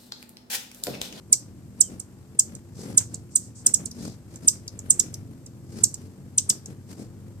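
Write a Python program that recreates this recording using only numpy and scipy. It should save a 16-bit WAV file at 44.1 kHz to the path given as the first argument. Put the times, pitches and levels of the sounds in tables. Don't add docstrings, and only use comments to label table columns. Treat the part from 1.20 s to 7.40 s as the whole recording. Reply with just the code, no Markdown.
import sys
import numpy as np
from scipy import signal
from scipy.fft import rfft, irfft, next_fast_len
from scipy.io import wavfile
from scipy.ndimage import map_coordinates

SR = 44100
rng = np.random.default_rng(int(sys.argv[2]) if len(sys.argv) > 2 else 0)


def pcm_store(signal):
    levels = np.round(np.clip(np.atleast_2d(signal), -1, 1) * 32767)
    wavfile.write(sys.argv[1], SR, levels.astype(np.int16).T)


N = 273420

# frequency in Hz, relative density in dB per Hz.
AIR_SPECTRUM = [(20, -46), (30, -36), (45, -19), (60, -5), (90, -9), (114, 0.5), (166, -10.5), (349, -17.5),
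                (600, -24), (934, -26.5), (4260, -47.5), (7650, -52), (14500, -47.5)]
DRONE_HZ, DRONE_DB = 343.5, -61

# frequency in Hz, relative level of a wingbeat harmonic there in dB.
HUM_SPECTRUM = [(30, -34), (50, -18.5), (78, -10), (100, 2.5), (125, -1.5), (170, -9), (260, -10.5),
                (500, -33.5), (1000, -73)]
# time in seconds, hum level in dB before a common trim.
NEARNESS = [(0.08, -52), (0.28, -45), (1.05, -52.5), (1.3, -47.5), (1.85, -42.5), (2.3, -48), (3.45, -46.5),
            (3.95, -41.5), (4.2, -47.5), (4.62, -43.5), (5.4, -48), (5.8, -46.5), (6.2, -43)]
# time in seconds, beats per second.
QUICK_BEATS = [(0, 50.5), (1.2, 47), (1.9, 52.5), (3.7, 47), (4.3, 54), (4.8, 49), (6.2, 51)]
SLOW_BEATS = [(0, 39.46), (0.55, 39.5), (1.2, 43.17), (2.3, 40.33), (3.5, 38.4), (3.8, 42.84), (5.2, 44.7),
              (6.2, 42.36)]

# start in seconds,
# length in seconds, level in dB, pitch at both ends in Hz, rise to the middle in Hz.
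ARCHED_TONES = [(0.136, 0.0052, -40, 1900, 450), (0.594, 0.1, -58.5, 2910, 246)]
# start in seconds, length in seconds, level in dB,
# centre of the band in Hz.
RASP_NOTES = [(2.097, 0.21, -54, 7050), (2.211, 0.081, -52, 7100), (2.348, 0.086, -50, 7030),
              (2.781, 0.13, -54.5, 5420), (2.86, 0.097, -56, 5800)]

# frequency in Hz, relative level in dB.
PUSH_SPECTRUM = [(20, -29), (35, -21), (55, -9), (120, -3), (210, 3.5), (300, -3.5), (450, -8.5),
                 (700, -19.5), (1200, -34.5), (3000, -61)]
# frequency in Hz, relative density in dB per Hz.
SWISH_SPECTRUM = [(200, -30), (500, -7.5), (800, -2), (1300, -2), (2500, -7), (5000, -16.5), (9000, -8),
                  (14000, -17)]
# frequency in Hz, relative density in dB per Hz.
TAIL_SPECTRUM = [(1000, -8), (3000, -18.5), (5000, -3), (6500, -1), (9000, -8), (14000, -19)]
# middle in seconds, half length in seconds, then the levels in dB,
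# before the mix trims, of wing push, feather swish and fanned tail.
TURNS = [(0.122, .02, -45.5, -62, -70.5), (0.597, .025, -44.5, -61.5, -63),
         (0.734, .035, -39.5, -57.5, -61.5), (1.31, .05, -43.5, -60, -75.5),
         (1.612, 0.032, -38.5, -60.5, -45), (1.694, .055, -36.5, -51.5, -53), (1.806, 0.022, -42, -45, -59),
         (1.944, .035, -47.5, -62.5, -58), (2.486, .025, -41, -51, -53.5),
         (2.617, .04, -37.5, -54.5, -69.5), (2.841, .05, -35.5, -52.5, -46.5),
         (3.148, .03, -46, -59.5, -57), (3.25, 0.02, -39.5, -56, -53.5), (3.354, .025, -48.5, -57.5, -74.5),
         (3.772, .17, -44, -56.5, -69.5), (4.585, .06, -42, -56.5, -51.5), (4.827, 0.06, -46.5, -61, -61.5),
         (5.332, .045, -43.5, -55.5, -72), (5.491, .04, -46, -61, -64), (5.717, 0.023, -40, -54, -51.5),
         (5.811, .03, -36.5, -57, -52)]
TURN_EDGE = 1.8
CRUISE_PUSH_DB, CRUISE_SWISH_DB = -53, -67.5
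CRUISE_HZ = 49.48
EFFORT_HZ_PER_DB = -0.35

# start in seconds, level in dB before a slight trim, starting pitch in Hz,
# nominal length in seconds, boost of the low ending in dB, boost of the octave in dB before a trim,
# left over right level in dB, phase lead of left over right in radians.
CHIP_CALLS = [(0.122, -0.5, 9010, 0.012, 4, 3.5, -4.5, 3), (0.6028, -0.55, 8875, 0.015, -4, -0.5, -3, 3),
              (0.795, -23, 9620, 0.0088, 6, 6.5, -6, -1), (1.189, -1, 8746, 0.012, -2, 2, 1.5, -0.7),
              (1.349, -29, 9120, 0.0056, 9, 4, -8.5, -1.1),
              (1.771, -1.5, 9020, 0.013, 4.5, 1.5, -3.5, -1.5), (1.94, -22, 8930, 0.0087, 7.5, 2, -4.5, 2),
              (2.1525, -4, 9090, 0.013, -2.5, 5, -2, -0.5),
              (2.4605, -1.5, 9050, 0.011, -1.5, 4.5, 0, -0.65),
              (2.537, -3.5, 8600.0, 0.012, 0, 3, -3.5, -1), (2.653, -20.0, 9140, 0.01, 3.5, 4, -8.5, 2),
              (2.708, -31, 7220, 0.009, 12.5, 13, -3, 3), (3.157, -29, 8290, 0.0047, 0.5, 6, -8, -1.3),
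              (3.273, -1.5, 9184, 0.016, 2.5, 2, -2.5, -2), (3.477, -24, 7760, 0.0044, 16, 10.5, -2, 3.5),
              (3.589, -23, 8290, 0.0056, -3, 5, -3, 0), (3.6986, -1.0, 9170, 0.014, -4.5, 0, -0.5, -1.5),
              (3.7927, -4, 8430, 0.0098, 3, 5, -4.5, -0.5),
              (3.938, -27.5, 8670, 0.0065, 19, 18.5, -1, -0.3),
              (4.259, -34.5, 8570, 0.0082, 9, 5.5, -4, 3.5), (4.6337, -2, 8830, 0.012, 1.5, 4, -7.5, 2.5),
              (4.7397, -21.5, 8880, 0.0066, 7, 8, -7, -1), (5.176, -4.5, 9270, 0.0105, 8, 3.5, 1.5, -0.5),
              (5.291, -6, 8930, 0.013, 8, 7, 3, -0.4), (5.4568, -26, 8480, 0.005, 7, 4, 3.5, 3)]
# share of its nominal length, fundamental in dB, octave in dB before boosts.
CHIP_COURSE = [(-.3, -48.5, -75.5), (-.05, -41, -61), (0.077, -19, -63.5), (0.349, -8.5, -53.5),
               (.6, -2.5, -35.5), (0.802, -7, -23.5), (0.999, -29.5, -24), (1.202, -48, -49)]
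# typical echo delay in seconds, echo level in dB.
WALLS = [(.0013, -10.5), (.0028, -15.5), (.0058, -13), (0.012, -16.5)]
# frequency in Hz, time to decay by 60 dB in seconds.
YARD_DECAY = [(300, .2), (4000, 0.36), (7500, 0.19), (10500, 0.28), (13000, 0.26)]

# frequency in Hz, left gain in dB, right gain in dB,
# phase lead of left over right in radians.
PORTS = [(100, 0.85, 0.32, 0.5), (2550, 2.5, 0.5, 1.08), (4600, 5, 0, -1.45), (6350, 0.5, -6.5, -0.57),
         (6840, -0.5, -0.5, -2.13), (7700, -1.5, 5, -0.72), (8270, -5, 5.5, -0.05), (9200, 2.5, -0.5, 2.5),
         (10000, -1, 4.5, 1.5), (11000, 1, 1.5, 3), (14460, 3, 2, 3)]
TOP_HZ = 14700


def amp(db):
    return 10 ** (np.asarray(db) / 20)


def unit(x):
    return x / np.sqrt(np.mean(x ** 2) + 1e-20)


def along(points, hz):
    f, v = np.transpose(points)
    return np.interp(np.log(hz + 1), np.log(f + 1), v)


def curve(rows):
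    s, values = np.transpose(rows)
    return np.interp(np.arange(N) / SR, s, values)


def wobble(rate):
    knots = rng.standard_normal(int(N * rate / SR) + 4)
    fine = np.arange(0, len(knots) - 1, .1)
    smooth = map_coordinates(knots, [fine])
    return np.interp(np.arange(N) * rate / SR, fine, smooth)


def filtered(x, response):
    m = next_fast_len(N + SR // 2)
    return irfft(rfft(x, m) * response(np.fft.rfftfreq(m, 1 / SR)), m)[..., :N]


def panned(left_db):
    return unit(amp(np.array([[left_db], [-left_db]]) / 2))


def noise(spectrum, side_db):
    mid, side = filtered(rng.standard_normal((2, N)), lambda hz: amp(along(spectrum, hz)))
    side = amp(side_db) * side
    return unit(np.array([mid + side, mid - side]))


def beat_phase(rate_hz, unsteady):
    cycles = np.cumsum(rate_hz * (1 + unsteady * wobble(14))) / SR
    return 2 * np.pi * (cycles + rng.random())


def wing_tone(rate_hz, spectrum, unsteady, flutter_db, spread, count=18):
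    phase = beat_phase(rate_hz, unsteady)
    mean_hz = np.mean(rate_hz)
    tone = np.zeros(N)
    for k in range(1, count + 1):
        level_db = along(spectrum, k * mean_hz) + flutter_db * wobble(9)
        tone += amp(level_db) * np.cos(k * phase + spread * rng.standard_normal())
    return unit(tone), phase


def background():
    air = amp(-54.0 + wobble(7)) * noise(AIR_SPECTRUM, side_db=-10.5)
    hiss_spectrum = [(500, -8), (3000, -5.0), (7500, -11), (10000, 1), (14000, 3.0)]  # Hz, dB per Hz
    hiss = amp(-72.0) * noise(hiss_spectrum, side_db=5.0)
    drone = amp(DRONE_DB + 3 * wobble(2)) * np.sin(beat_phase(DRONE_HZ, unsteady=.004))
    return air + hiss + drone


def hovering():
    hum_db = curve(NEARNESS) + 1.6 * wobble(14)
    quick, _ = wing_tone(curve(QUICK_BEATS), HUM_SPECTRUM, unsteady=.03, flutter_db=3.0, spread=1.5)
    slow, _ = wing_tone(curve(SLOW_BEATS), HUM_SPECTRUM, unsteady=.025, flutter_db=0.55, spread=1.8)
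    return amp(hum_db - 2.5) * (quick * panned(.9) + slow * panned(-.4))


def arched_tones():
    out = np.zeros(N)
    for s, length, db, base_hz, rise_hz in ARCHED_TONES:
        arch = np.sin(np.pi * np.clip((np.arange(N) / SR - s) / length, 0, 1))
        phase = 2 * np.pi * np.cumsum(base_hz + rise_hz * arch) / SR
        out += amp(db) * np.sqrt(np.abs(arch)) * np.sin(phase)
    return out


def rasps(width_hz=1700):
    t, out = np.arange(N) / SR, np.zeros((2, N))
    rattle = unit(amp(3.6 * np.cos(beat_phase(1200, unsteady=.12))))
    for s, length, db, centre_hz in RASP_NOTES:
        band = filtered(rng.standard_normal((2, N)),
                        lambda hz: 1 / (1 + (np.abs(hz - centre_hz) / width_hz) ** 4))
        swell = np.interp((t - s) / length, [0, .12, .6, 1.15], [0.081, 1.0, 1.0, 0.081])
        out += amp(db) * swell * rattle * unit(band)
    return out


def darting():
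    middle, width, *levels_db = np.transpose(TURNS)
    distance = np.abs((np.arange(N) / SR - middle[:, None]) / width[:, None])
    swells = np.exp(-distance ** TURN_EDGE)
    push_power, swish_power, tail_power = amp(levels_db) ** 2 @ swells
    push = np.sqrt(amp(CRUISE_PUSH_DB) ** 2 + push_power)
    swish = np.sqrt(amp(CRUISE_SWISH_DB) ** 2 + swish_power)

    effort_db = 20 * np.log10(push) - CRUISE_PUSH_DB
    rate_hz = CRUISE_HZ + EFFORT_HZ_PER_DB * effort_db
    tone, phase = wing_tone(rate_hz, PUSH_SPECTRUM, unsteady=0.032, flutter_db=3.0, spread=0.9)
    force = unit(amp(1.1 * wobble(30)))
    stroke = unit(force * amp(1.6 * np.cos(phase) + 2.3 * wobble(170)))

    beats = amp(-3.0) * push * force * tone * panned(1.8)
    eddies = amp(-4.5) * push * noise(PUSH_SPECTRUM, side_db=-13.5) * panned(2.5)
    wing_feathers = swish * noise(SWISH_SPECTRUM, side_db=2.5) * panned(4)
    fanned_tail = np.sqrt(tail_power) * noise(TAIL_SPECTRUM, side_db=-3.5)
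    return beats + stroke * (eddies + wing_feathers + fanned_tail)


def breath(order, edges_hz, kind, count):
    sos = signal.butter(order, edges_hz, kind, fs=SR, output="sos")
    return signal.sosfilt(sos, rng.standard_normal((2, SR // 10)))[:, :count]


def chip(start_hz, length, ending_db, bright_db, lead, end_hz=4200, bend=2.14, rough_db=-2,
         break_db=3.5, break_hz=1100, hiss_db=-32):
    share, first_db, octave_db = np.transpose(CHIP_COURSE)
    u = np.arange(share[0], share[-1], 1 / (length * SR))
    pitch_hz = start_hz - (start_hz - end_hz) * np.maximum(u, 0) ** bend
    phase = 2 * np.pi * np.cumsum(pitch_hz) / SR
    ports = np.array([[lead], [-lead]]) / 2

    breaks = map_coordinates(rng.standard_normal(size=64), [np.arange(len(u)) * break_hz / SR])
    low_db = (ending_db + break_db * breaks) * np.clip((u - .6) / 0.37, 0, 1)
    hiss = amp(hiss_db) * breath(3, [4300, 10500], "band", len(u))
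    first = amp(np.interp(u, share, first_db) + low_db) * (np.sin(phase + ports) + hiss)
    rasp = amp(rough_db) * breath(2, 7000, "high", len(u))
    octave = amp(np.interp(u, share, octave_db) + bright_db - 2) * (np.sin(2 * phase + ports) + rasp)
    return (first + octave) * signal.windows.tukey(len(u), .1)


def echoes(tail_db, scatter_db, scatter_t60):
    hz, t, z = signal.stft(rng.standard_normal((2, SR // 3)), SR, nperseg=256)
    decay = amp(-60 * t / along(YARD_DECAY, hz)[:, None])
    tail = signal.istft(z * decay, SR, nperseg=256)[1]
    t = np.arange(tail.shape[1]) / SR
    tail = tail * (1 - np.exp(-t / 0.0058))
    scatter = rng.standard_normal(tail.shape) * amp(-60 * t / scatter_t60) * (1 - np.exp(-t / 0.006))
    answer = amp(tail_db) * tail / np.linalg.norm(tail[0])
    answer += amp(scatter_db) * scatter / np.linalg.norm(scatter[0])
    for delay, db in WALLS:
        path = delay * np.exp(0.056 * rng.standard_normal()) + 0.000099 * rng.random(2)
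        answer[[0, 1], (path * SR).astype(int)] += amp(db)
    return answer


def chips():
    out = np.zeros((2, N + SR))
    for s, db, start_hz, length, ending_db, bright_db, left_db, lead in CHIP_CALLS:
        call = amp(db - 0.21) * chip(start_hz, length, ending_db, bright_db, lead)
        surroundings = echoes(tail_db=-15.5, scatter_db=-14.5, scatter_t60=0.097)
        wet = signal.fftconvolve(call, surroundings, axes=1)
        i = round((s + CHIP_COURSE[0][0] * length) * SR)
        out[:, i:i + call.shape[1]] += call * panned(left_db)
        out[:, i:i + wet.shape[1]] += wet
    return out[:, :N]


def scene():
    return background() + hovering() + arched_tones() + rasps() + darting() + chips()


def port_colour(hz):
    f, *columns = np.transpose(PORTS)
    left_db, right_db, lead = [np.interp(hz, f, c) for c in columns]
    return amp([left_db, right_db]) * np.exp(.5j * np.array([lead, -lead]))


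def record(dry):
    heard = np.clip(filtered(dry, port_colour), -1, 1)
    return filtered(heard, lambda hz: 1 / (1 + (hz / TOP_HZ) ** 120))


dry = scene()
out = record(dry)
pcm_store(out)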